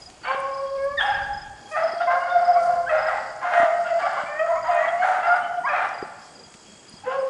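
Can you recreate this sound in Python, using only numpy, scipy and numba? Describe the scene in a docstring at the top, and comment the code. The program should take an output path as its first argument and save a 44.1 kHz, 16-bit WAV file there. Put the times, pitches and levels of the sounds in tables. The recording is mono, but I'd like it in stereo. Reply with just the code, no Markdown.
"""In damp woods, a pack of small hounds bays some way off, voices overlapping and echoing among the trunks.
Bays are stacked partials on wavering pitches, hoarse barks are ringing slaps; yips, the scooped starts of
barks and a faint far call are short glides. Crickets chirp as short fading tones; katydids and far insect
choirs are pulsing bands of noise. Filtered noise makes hush, rustling stalks and wind that buffets the
hand-held camera; short tones make its knocks and the ticks of twigs, short noise bursts the knocks' clicks."""
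import sys
import numpy as np
from scipy import signal
from scipy.fft import next_fast_len
from scipy.io import wavfile
from scipy.ndimage import uniform_filter1d
from numba import njit

SR = 44100
rng = np.random.default_rng(int(sys.argv[2]) if len(sys.argv) > 2 else 0)


def store_wav(level_fs):
    """Save 16-bit WAV to argv[1]."""
    pcm = np.round(np.clip(np.atleast_2d(level_fs), -1, 1) * 32767)
    wavfile.write(sys.argv[1], SR, pcm.T.astype(np.int16))


def magnitude_from_level(level_db):
    """Linear magnitude for a level in decibels (20 dB per decade)."""
    exponent = np.asarray(level_db, float) / 20
    return 10 ** exponent


N = 321489  # length in samples
T = np.arange(N) / SR  # time in seconds

# Far hush. Each row: frequency in Hz, relative density in dB per Hz before the whole is set to its level.
HUSH = [(59, -32), (100, 16.5), (743, 12.5), (1960, 4), (3290, 0), (3560, -16), (4800, 6.5), (5740, -15.5),
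        (6860, -26.5), (10600, -61.5), (11500, -40), (15000, -70), (22000, -120)]
# Wind gusts. Each row: time in seconds, level of the middle signal in dB; the side signal is stronger.
GUSTS = [(0, -59.5), (.59, -62.5), (.93, -50.5), (1.26, -42.5), (1.54, -53), (1.83, -82), (2.3, -65.5),
         (3.0, -53), (3.45, -69.5), (4.12, -79), (4.67, -51.5), (4.91, -71), (6.0, -70), (7.29, -73)]
# Choirs of far insects. Each row: centre in Hz, width of each filter pass in Hz, level in dB,
# average pulses per second, pulse depth from 0 to 1.
INSECT_CHOIRS = [(3280, 40, -62.5, 58, 0.7), (4800, 890, -55.5, 33, 0.32), (4380, 88, -73, 4.3, 1),
                 (6810, 860, -62, 55, 0.5), (7670, 1000, -64, 56, 0.2)]
# Brushes against stalks. Each row: time of the peak in seconds, swell in dB before the crackles' own level.
STALK_BRUSHES = [(0.01, -65.5), (1.02, -61.5), (1.72, -60.5), (2.631, -58.5), (3.58, -59), (5.08, -59.5),
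                 (5.36, -72.5)]
# Cricket chirps. Each row: start of the last stroke in seconds, peak in dB, starting pitch in Hz, strokes.
CRICKET_CHIRPS = [(.0584, -39, 5040, 2), (0.316, -42, 4580, 3), (.5766, -44, 5120, 2),
                  (1.1428, -41, 5160, 3), (1.2286, -44, 4960, 1), (1.4147, -40.5, 5140, 3),
                  (1.917, -39, 5160, 3), (2.5301, -39.5, 5120, 3), (3.0664, -40, 5130, 3),
                  (4.7082, -44.5, 4930, 3), (5.3542, -45, 4980, 3), (5.69, -46, 4960, 2),
                  (6.0218, -44, 4920, 3), (6.2208, -50, 5130, 1), (6.4338, -45, 4920, 3),
                  (6.9652, -45.5, 4940, 3), (7.195, -47, 5120, 1)]
# Single notes of a tree cricket. Each row: start in seconds, peak in dB, pitch in Hz.
TREE_CRICKET_NOTES = [(4.88, -39, 3270), (6.672, -49, 3280), (7.15, -60, 3300)]
# Short voiced glides: yips, scooped starts of barks, a faint far call and high overtones of bays.
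# Each row: start in seconds, length in seconds, first pitch in Hz, last pitch in Hz (both before wavering),
# level of the fundamental at its fullest in dB.
VOICED_GLIDES = [(0.057, 0.058, 735, 790, -51), (2.0, 0.021, 1410, 1450, -28),
                 (2.01, 0.034, 3560, 3660, -48.5), (2.288, 0.054, 3530, 3600, -45),
                 (2.546, 0.053, 1053, 1203, -29.5), (2.858, 0.042, 1416, 1860, -27),
                 (3.412, 0.05, 1078, 960, -30.5), (3.845, 0.032, 1450, 1366, -31),
                 (3.996, 0.044, 1560, 1793, -37), (4.163, 0.035, 1085, 1086, -27),
                 (4.489, 0.053, 995, 1003, -29), (4.547, 0.046, 1064, 1180, -29),
                 (4.635, 0.076, 964, 1034, -27), (4.82, 0.045, 1135, 1134, -27),
                 (5.017, 0.03, 1654, 1570, -24), (5.405, .09, 3000, 3060, -45),
                 (5.635, 0.048, 955, 1258, -22.5), (5.663, 0.03, 1654, 1606, -24),
                 (5.712, 0.11, 2533, 2256, -36)]
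# Broad clicks of handling knocks. Each row: start in seconds, starting strength in dB before the filter.
KNOCK_CLICKS = [(.1, -36), (6.54, -35), (6.94, -47), (7.275, -44)]
# Katydid voice. One row: centre in Hz, width of each filter pass in Hz, rasp in dB at the start and at the end.
KATYDID_VOICE = (8429.5, 464, -68.5, -63.5)
# Katydid rhythm. One row: first rasp in seconds, spacing in seconds, rasp length in seconds.
KATYDID_RHYTHM = (.115, .228, .08)
# Hoarse, broken barks. Each row: start in seconds, length in seconds, starting effort in dB before the
# resonances add theirs, fall over the bark in dB, share of the bright part in dB.
HOARSE_BARKS = [(0.23, 0.14, -34.5, 1.5, -7), (.985, 0.23, -32, 9, -8.5), (1.752, 0.16, -27.5, 9, -30),
                (1.993, 0.065, -32, 9, -14), (2.093, 0.09, -22, 12.5, -25), (2.255, 0.54, -42, 0.5, -21),
                (2.872, 0.34, -33.5, -5.5, -46), (3.406, 0.13, -30, 7.5, -36),
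                (3.511, 0.18, -23, 6.5, -19.5), (3.836, 0.2, -37.5, 17, -5.5),
                (3.978, 0.27, -31.5, 0.5, -18), (4.455, 0.14, -38.5, 8, -26), (4.625, 0.29, -34, -2, -20),
                (5.005, 0.29, -28, 12, -42), (5.226, 0.19, -30, 2.5, -30), (5.657, 0.22, -33, -5.8, -26),
                (7.039, 0.15, -40.5, 7, -7)]
# Throat resonances. Each row: centre in Hz, width of each filter pass in Hz, level in dB before the effort.
THROAT_RESONANCES = [(801, 167, 1), (2007, 110, -12.5)]
# Bays. Each row: left minus right in dB, pitch unsteadiness as a share, mouth resonance in Hz, course.
# Each course row: time in seconds, pitch in Hz, fundamental in dB, strongest overtone in dB, before wavering,
# shaking and overtone cuts. A cracked voice ends with the change of its odd overtones in dB.
BAY_COURSES = [ (0.55, .008, 1760, [(.243, 720, -60, -43), (.28, 769, -60, -31.5), (.31, 795, -63, -33)]),
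               (-0.33, 0.0074, 750, [(.255, 480.5, -46, -48), (.31, 534.4, -31, -22.5),
               (.38, 549.8, -31.5, -33.5), (.46, 544.2, -33.5, -27.5), (.66, 546.6, -32.5, -37.5),
               (.78, 546.6, -33, -34)]), (-.5, 0.0054, 1255, [(.775, 542, -28.5, -43.5),
               (.84, 551.4, -25, -37), (.93, 569.7, -34, -31), (.99, 602, -53, -59)]),
               (.5, 0.021, 3100, [(.971, 1870, -25, -40), (.992, 1744, -15.5, -26.5),
               (1.03, 1602, -24.5, -36.5)]), (0.46, 0.0209, 2100, [(1.005, 808, -50, -17),
               (1.04, 800, -28, -40), (1.1, 825.6, -21, -28), (1.16, 814.6, -32, -24),
               (1.3, 824, -43.5, -37.5), (1.5, 827.5, -39.5, -58)], -27.5),
               (-0.82, 0.022, 1550, [(1.71, 636, -40, -42.5), (1.77, 643, -38.5, -32.5),
               (1.85, 665, -19, -44.5), (1.95, 676, -30.5, -57), (2.08, 707.6, -24, -40),
               (2.2, 715, -32.5, -37)]), (-.5, 0.0087, 1200, [(2.07, 514.5, -54, -32),
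               (2.14, 532, -32, -24), (2.25, 549.6, -43.5, -43), (2.45, 531.8, -42.5, -51),
               (2.85, 517.1, -40.5, -42.5)]), (-1.2, 0.017, 1600, [(2.2, 718, -39, -45),
               (2.3, 709, -27.5, -36.5), (2.38, 701.4, -22.5, -33), (2.5, 710.8, -21, -56),
               (2.6, 683.4, -19, -36), (2.68, 706.8, -22, -41.5), (2.76, 690.7, -36, -46.5),
               (2.86, 700, -52, -60)]), (-1.2, .02, 1700, [(2.89, 648.3, -33, -28), (2.94, 628.6, -17, -39),
               (3.05, 643, -39, -39.5), (3.2, 641, -59, -44)]), (-.5, 0.0033, 1300, [(2.9, 537.3, -55, -42),
               (2.95, 545, -36, -41.5), (3.15, 529.6, -42.5, -37.5)]),
               (-1.2, 0.0158, 1700, [(3.44, 707, -26.5, -48), (3.5, 706, -29, -39),
               (3.6, 696.8, -21.5, -34.5), (3.7, 679, -23, -44), (3.8, 674, -56.5, -65),
               (3.93, 672, -20.5, -41), (4.04, 696, -29, -51)]),
               (.6, 0.0078, 1600, [(3.515, 626, -29, -35.5), (3.6, 628, -32.5, -29.5),
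               (3.7, 650.6, -26, -53), (3.8, 612, -37, -51)]), (.6, 0.016, 1200, [(4.02, 576.7, -43, -29.5),
               (4.12, 584, -41.5, -39), (4.26, 581, -33.5, -40)]),
               (.6, 0.01, 1750, [(4.26, 579.4, -38, -39), (4.34, 599.6, -38.5, -39),
               (4.39, 617.4, -36, -32), (4.48, 638, -23, -58)]),
               (-1.2, 0.0099, 1320, [(4.39, 617, -28, -22.5), (4.44, 664.8, -26.5, -35),
               (4.52, 674.6, -20, -36.5), (4.6, 625, -37.5, -37)]),
               (-1.2, .01, 1680, [(4.685, 712.8, -26.5, -40), (4.76, 678.7, -18, -44),
               (4.85, 686, -37, -38), (4.96, 721, -26.5, -49)]), (.6, 0.0094, 1900, [(4.7, 634, -35, -43),
               (4.78, 615.3, -29.5, -27), (4.87, 666, -25, -30.5), (4.94, 658, -31, -56)]),
               (-1.2, 0.016, 1630, [(4.99, 699.5, -19.5, -36), (5.08, 735.4, -20, -52),
               (5.2, 730, -44, -39)]), (.6, 0.0152, 1100, [(5.04, 602, -29, -41), (5.12, 594, -35, -50),
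               (5.25, 611, -49.5, -49), (5.42, 585, -43, -39)]),
               (-1.2, 0.007, 1480, [(5.225, 672.3, -43, -28), (5.29, 698.5, -19, -26.5),
               (5.35, 725, -24, -23.5), (5.43, 757, -57, -49), (5.6, 691, -22, -63)]),
               (0.55, 0.027, 1630, [(5.685, 602, -47, -30), (5.74, 597.5, -28, -30), (5.85, 594, -61, -61),
               (5.97, 610, -63, -80)]), (.5, 0.0033, 1400, [(7.035, 773, -30, -57), (7.055, 883, -45, -52),
               (7.072, 1000, -42, -43)]), (-.5, 0.011, 1100, [(7.035, 481, -71, -61),
               (7.08, 511.5, -26, -32), (7.15, 542, -31.5, -31.5), (7.23, 531, -21, -39),
               (7.29, 533, -48, -53)]), ]
# Camera knocks. Each row: start in seconds, peak in dB before the filter, starting pitch in Hz.
CAMERA_KNOCKS = [(0.346, -28, 476), (1.934, -29.5, 410), (3.6, -26.5, 299), (3.631, -26.5, 303),
                 (4.235, -36, 208), (5.187, -36.5, 423), (6.026, -19, 410), (6.548, -41, 226),
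                 (6.939, -35, 200)]
# Twig ticks. Each row: start in seconds, peak in dB, starting pitch in Hz.
TWIG_TICKS = [(0.403, -35.5, 8850), (0.7347, -53, 6060), (0.8434, -42, 9400), (1.7188, -39, 6560),
              (2.4808, -37.5, 5560), (2.7555, -42, 7600), (2.9588, -41, 6200), (3.3628, -41, 6930),
              (4.1347, -41.5, 9240), (4.7485, -37, 8590), (5.6875, -41, 5680), (5.891, -37, 5760),
              (6.5494, -51, 8300), (6.8966, -36.5, 9100)]


def level(x, db):
    """Scale to an rms level."""
    return x * magnitude_from_level(db) / np.sqrt(np.mean(x ** 2))


@njit
def svf(x, hz, width):
    """State-variable band-pass with a moving centre, gain 1 there."""
    y, b, l = np.empty(len(x)), 0., 0.
    for i in range(len(x)):
        g, k = np.tan(np.pi * hz[i] / SR), width / hz[i]
        v = (b + g * (x[i] - l)) / (1 + g * (g + k))
        b, l, y[i] = 2 * v - b, l + 2 * g * v, k * v
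    return y


def band(x, hz, width):
    """A steep resonance: the filter twice."""
    hz = hz + np.zeros(len(x))
    once = svf(x, hz, 1. * width)
    return svf(once, hz, 1. * width)


def walk(rate, size=N):
    """Random levels held 1 / rate seconds and smoothed twice; spread near 1."""
    k = int(SR / rate)
    steps = np.repeat(rng.standard_normal(size // k + 1), k)
    return 1.3 * uniform_filter1d(uniform_filter1d(steps, k), k)[:size]


def columns(rows, edge_s=0.0084):
    """Sample span, fade at both ends and interpolated columns of a curve table."""
    s, *cols = np.transpose(rows)
    span = slice(int(s[0] * SR), int(s[-1] * SR))
    t = T[span]
    fade = np.clip(np.minimum(t - s[0], s[-1] - t) / edge_s, 0, 1)
    return span, fade, [np.interp(t, s, c) for c in cols]


def spread(mid, side, pan_db=0.):
    """Left and right from mid and side; pan_db is left minus right."""
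    return (mid + side * np.array([[1], [-1]])) * magnitude_from_level(np.array([[pan_db], [-pan_db]]) / 2)


def pings(events, decay_s, rise_s, glide):
    """Short damped tones; glide is the pitch change per second as a share of the starting pitch."""
    out, t = np.zeros(N + SR), T[:int(8 * (decay_s + rise_s) * SR)]
    shape = (1 - np.exp(-t / rise_s)) * np.exp(-t / decay_s)
    shape = shape / shape.max()
    for s, db, hz in events:
        i = int(s * SR)
        out[i:i + len(t)] += magnitude_from_level(db) * shape * np.sin(2 * np.pi * hz * (t + glide * t ** 2 / 2))
    return out[:N]


def air():
    """Far hush: noise in half-octave steps whose levels flicker a little."""
    out, (f, dbs) = 0, np.transpose(HUSH)
    for hz in 110 * 2 ** np.arange(0, 6.7, .5):
        mid, side = (svf(rng.standard_normal(N), hz + 0 * T, hz / 3.2) for _ in range(2))
        band_db = np.interp(np.log(hz), np.log(f), dbs) + 3.2 * walk(24)
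        out = out + magnitude_from_level(band_db) * spread(mid, .5 * side)
    return level(out, -49.5)


def wind():
    """Gusts rumble on the microphone ports as low noise, reaching them far out of phase."""
    mid, other = (level(svf(band(rng.standard_normal(N), 50, 180), 45 + 0 * T, 90.), 0) for _ in range(2))
    quarter_turn = signal.hilbert(mid, next_fast_len(N))[:N].imag  # every frequency shifted by 90 degrees
    side = 1.5 * quarter_turn + .9 * other
    return spread(mid, side) * magnitude_from_level(np.interp(T, *np.transpose(GUSTS)))


def choirs():
    """Many insects of a kind blur into a pulsing, wavering band of noise."""
    out = 0
    for hz, width, db, rate, depth in INSECT_CHOIRS:
        phase = 2 * np.pi * np.cumsum(rate * (1 + 0.069 * walk(2.0))) / SR
        beat = 1 + np.clip(depth, 0, 1) * np.sin(phase)
        mid, side = (band(rng.standard_normal(N), hz, width) for _ in range(2))
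        waver = magnitude_from_level(4.4 * walk(3.83))
        out = out + level(waver * beat * spread(mid, 0.4 * side, pan_db=5.5), db)
    return out


def leaves():
    """Brushed stalks: a spray of tiny crackles of scattered size over a steady faint rustle."""
    rise_s, fall_s, rustle_db = 0.035, 0.092, -69  # rustle before the crackles' own level
    sizes_db = [np.minimum(5.7 * rng.exponential(size=N), 18) for _ in range(2)]
    mid, side = (svf(rng.standard_normal(N) * magnitude_from_level(db), 6500 + 0 * T, 3700.0) for db in sizes_db)
    swell = magnitude_from_level(rustle_db)
    for s, db in STALK_BRUSHES:
        swell = swell + magnitude_from_level(db) * np.exp(np.minimum((T - s) / rise_s, (s - T) / fall_s))
    return level(spread(mid, 0.73 * side), 7.6) * swell


def crickets():
    """Each chirp is a few evenly spaced, equally strong wing strokes; a tree cricket adds single notes."""
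    stroke_gap_s = .0415
    strokes = [(s - k * stroke_gap_s, db, hz) for s, db, hz, n in CRICKET_CHIRPS for k in range(round(n))]
    chirps = pings(strokes, decay_s=0.01, rise_s=0.006, glide=-1.5)
    peeps = pings(TREE_CRICKET_NOTES, decay_s=0.011, rise_s=0.0066, glide=0)
    return spread(chirps + peeps, 0, pan_db=7.5)


def voiced_glides():
    """Brief, slightly ragged voiced tones whose pitch bends late."""
    octave_db, mouth_hz = -11.5, 1300  # glides pitched above mouth_hz lose their octave
    out, ragged = np.zeros(N), walk(150)
    for s, length, first_hz, last_hz, db in VOICED_GLIDES:
        u = np.linspace(0, 1, int(length * SR))
        span = slice(int(s * SR), int(s * SR) + len(u))
        hz = (first_hz + (last_hz - first_hz) * u ** 1.6) * (1 + .025 * ragged[span])
        phase = 2 * np.pi * np.cumsum(hz) / SR
        octave = magnitude_from_level(octave_db) * np.sin(2 * phase) / (1 + (hz / mouth_hz) ** 8)
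        tone = magnitude_from_level(db) * (np.sin(phase) + octave)
        out[span] += np.sqrt(2) * np.sin(np.pi * u) * tone
    return out


def woods(x):
    """Countless trunks scatter the sound back; the treble dies first and arrives from wider angles."""
    t60_s, bright_t60_s, echo_db = 1.22, 0.78, -3  # seconds to fall 60 dB, dull and bright; echo strength
    t = T[:int(1.5 * SR)]
    low = signal.butter(1, 1500, fs=SR, output="sos")
    echoes = []
    for noise in rng.standard_normal((2, len(t))):
        dull = signal.sosfilt(low, noise)
        tail = dull * magnitude_from_level(-60 * t / t60_s) + (noise - dull) * magnitude_from_level(-60 * t / bright_t60_s)
        tail *= 1 - np.exp(-t / 0.0033)  # soft onset
        echoes.append(signal.fftconvolve(x, tail)[:N] * magnitude_from_level(echo_db) / np.sqrt(np.sum(tail ** 2)))
    high = signal.butter(1, 2500, "high", fs=SR, output="sos")
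    return spread(echoes[0], 0.65 * signal.sosfilt(high, echoes[1]))


def knock_clicks():
    """Handling knocks click as broad, short bursts of noise."""
    out, t = np.zeros(N + SR), T[:2000]
    for s, db in KNOCK_CLICKS:
        i = int(s * SR)
        out[i:i + len(t)] += magnitude_from_level(db) * rng.standard_normal(len(t)) * np.exp(-t / .006)
    return spread(svf(out[:N], 2300 + 0 * T, 3000.), 0)


def katydid():
    """Evenly spaced rasps: noise shaken by fast wing teeth, growing steadily louder."""
    first, spacing, length = KATYDID_RHYTHM
    hz, width, start_db, end_db = KATYDID_VOICE
    gate = uniform_filter1d(1. * ((T - first) % spacing < length), size=400)
    teeth = 1 + 0.37 * np.sin(2 * np.pi * 105 * T)
    rasp = level(band(rng.standard_normal(N), hz, width), 0)
    return spread(gate * teeth * rasp * magnitude_from_level(np.linspace(start_db, end_db, N)), 0, pan_db=5.5)


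def hoarse():
    """Vocal folds slapping at unsteady intervals and strengths ring throat and mouth."""
    cycles = np.cumsum(540 * (1 + .13 * walk(35) + .16 * walk(450))) / SR
    strength_db = 3 * rng.standard_normal(N) + 2.5 * walk(22)
    slaps = np.diff(np.floor(cycles), prepend=0) * magnitude_from_level(strength_db)  # one click per whole cycle
    throat = sum(level(band(slaps, f, w), db) for f, w, db in THROAT_RESONANCES)
    mouth = level(band(slaps, 1390, 524), 1.13)
    bright = level(band(band(slaps, 2550, 1400), 2550, 1400), 0)
    out = np.zeros(N)
    for s, length, db, fall_db, bright_db in HOARSE_BARKS:
        span, fade, (effort_db,) = columns([(s, db), (s + length, db - fall_db)], edge_s=0.025)
        out[span] += fade * magnitude_from_level(effort_db) * (throat + mouth + magnitude_from_level(bright_db) * bright)[span]
    return out


def bay(rough, mouth_hz, course, odd_db=0.):
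    """Five partials on a wavering pitch; a rougher bay shakes each partial's strength more, up to a limit."""
    # overtones fall away from the mouth resonance, gently at the wide-open start, steeply once settled
    open_db_per_khz, settled_db_per_khz, settle_s = 7, 50.5, 0.16
    voice_top_hz, above_top_db_per_khz = 3600, 28  # partials fade above this top
    fifth_db = -6.5  # the fifth partial is weak in every bay
    out = np.zeros(N)
    span, fade, (hz, first_db, over_db) = columns(course)
    size = len(hz)
    waver = walk(89.74, size=size) + 0.74 * walk(350, size=size)
    phase = 2 * np.pi * np.cumsum(hz * (1 + rough * waver)) / SR
    skirt = settled_db_per_khz + (open_db_per_khz - settled_db_per_khz) * np.exp(-T[:size] / settle_s)
    off_khz = np.abs(np.arange(2, 6)[:, None] * hz - mouth_hz) / 1000
    farther_khz = off_khz - off_khz.min(axis=0)  # than the overtone nearest to the resonance
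    overtones_db = over_db - skirt * farther_khz + [[0], [odd_db], [0], [odd_db + fifth_db]]
    for number, db in enumerate([first_db, *overtones_db], start=1):
        shake_db = min(270 * rough, 4.) * walk(40, size=size)
        db = db - above_top_db_per_khz * np.maximum(number * hz - voice_top_hz, 0) / 1e3
        out[span] += np.sqrt(2) * fade * magnitude_from_level(db + shake_db) * np.sin(number * phase)
    return out


def knocks():
    """Knocks of the hand-held camera: low tones that die at once, rounded by a broad resonance."""
    thuds = pings(CAMERA_KNOCKS, decay_s=0.0035, rise_s=0.00046, glide=-5.5)
    return spread(band(thuds, 140, 1000), 0, pan_db=-1.5)


def ticks():
    """Twigs tick: tiny high tones, gone within milliseconds, gliding down."""
    return spread(pings(TWIG_TICKS, decay_s=.0008, rise_s=.0001, glide=-31.), 0, pan_db=.9)


def scene():
    """Pack and woods, insects, air, wind and handling."""
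    pack = [(bay(*voice), pan_db) for pan_db, *voice in BAY_COURSES]  # (voice, left minus right in dB)
    pack.append((hoarse() + voiced_glides(), 1.2))
    dogs = sum(spread(voice, 0, pan_db) for voice, pan_db in pack)
    echoes = woods(sum(voice for voice, _ in pack))
    insects = crickets() + choirs() + katydid()
    handling = knocks() + knock_clicks()
    return dogs + echoes + insects + air() + leaves() + wind() + handling + ticks()


def band_limit(x):
    """A steep low-pass at the top of the band."""
    return signal.sosfilt(signal.butter(12, 12360, fs=SR, output="sos"), x)


def record(dry):
    """The camera cuts the treble steeply above 11 kHz."""
    top_cut = signal.ellip(8, .2, 45, 11000, fs=SR, output="sos")
    mix = signal.sosfilt(top_cut, dry)
    return band_limit(mix)


dry = scene()
out = record(dry)
store_wav(out)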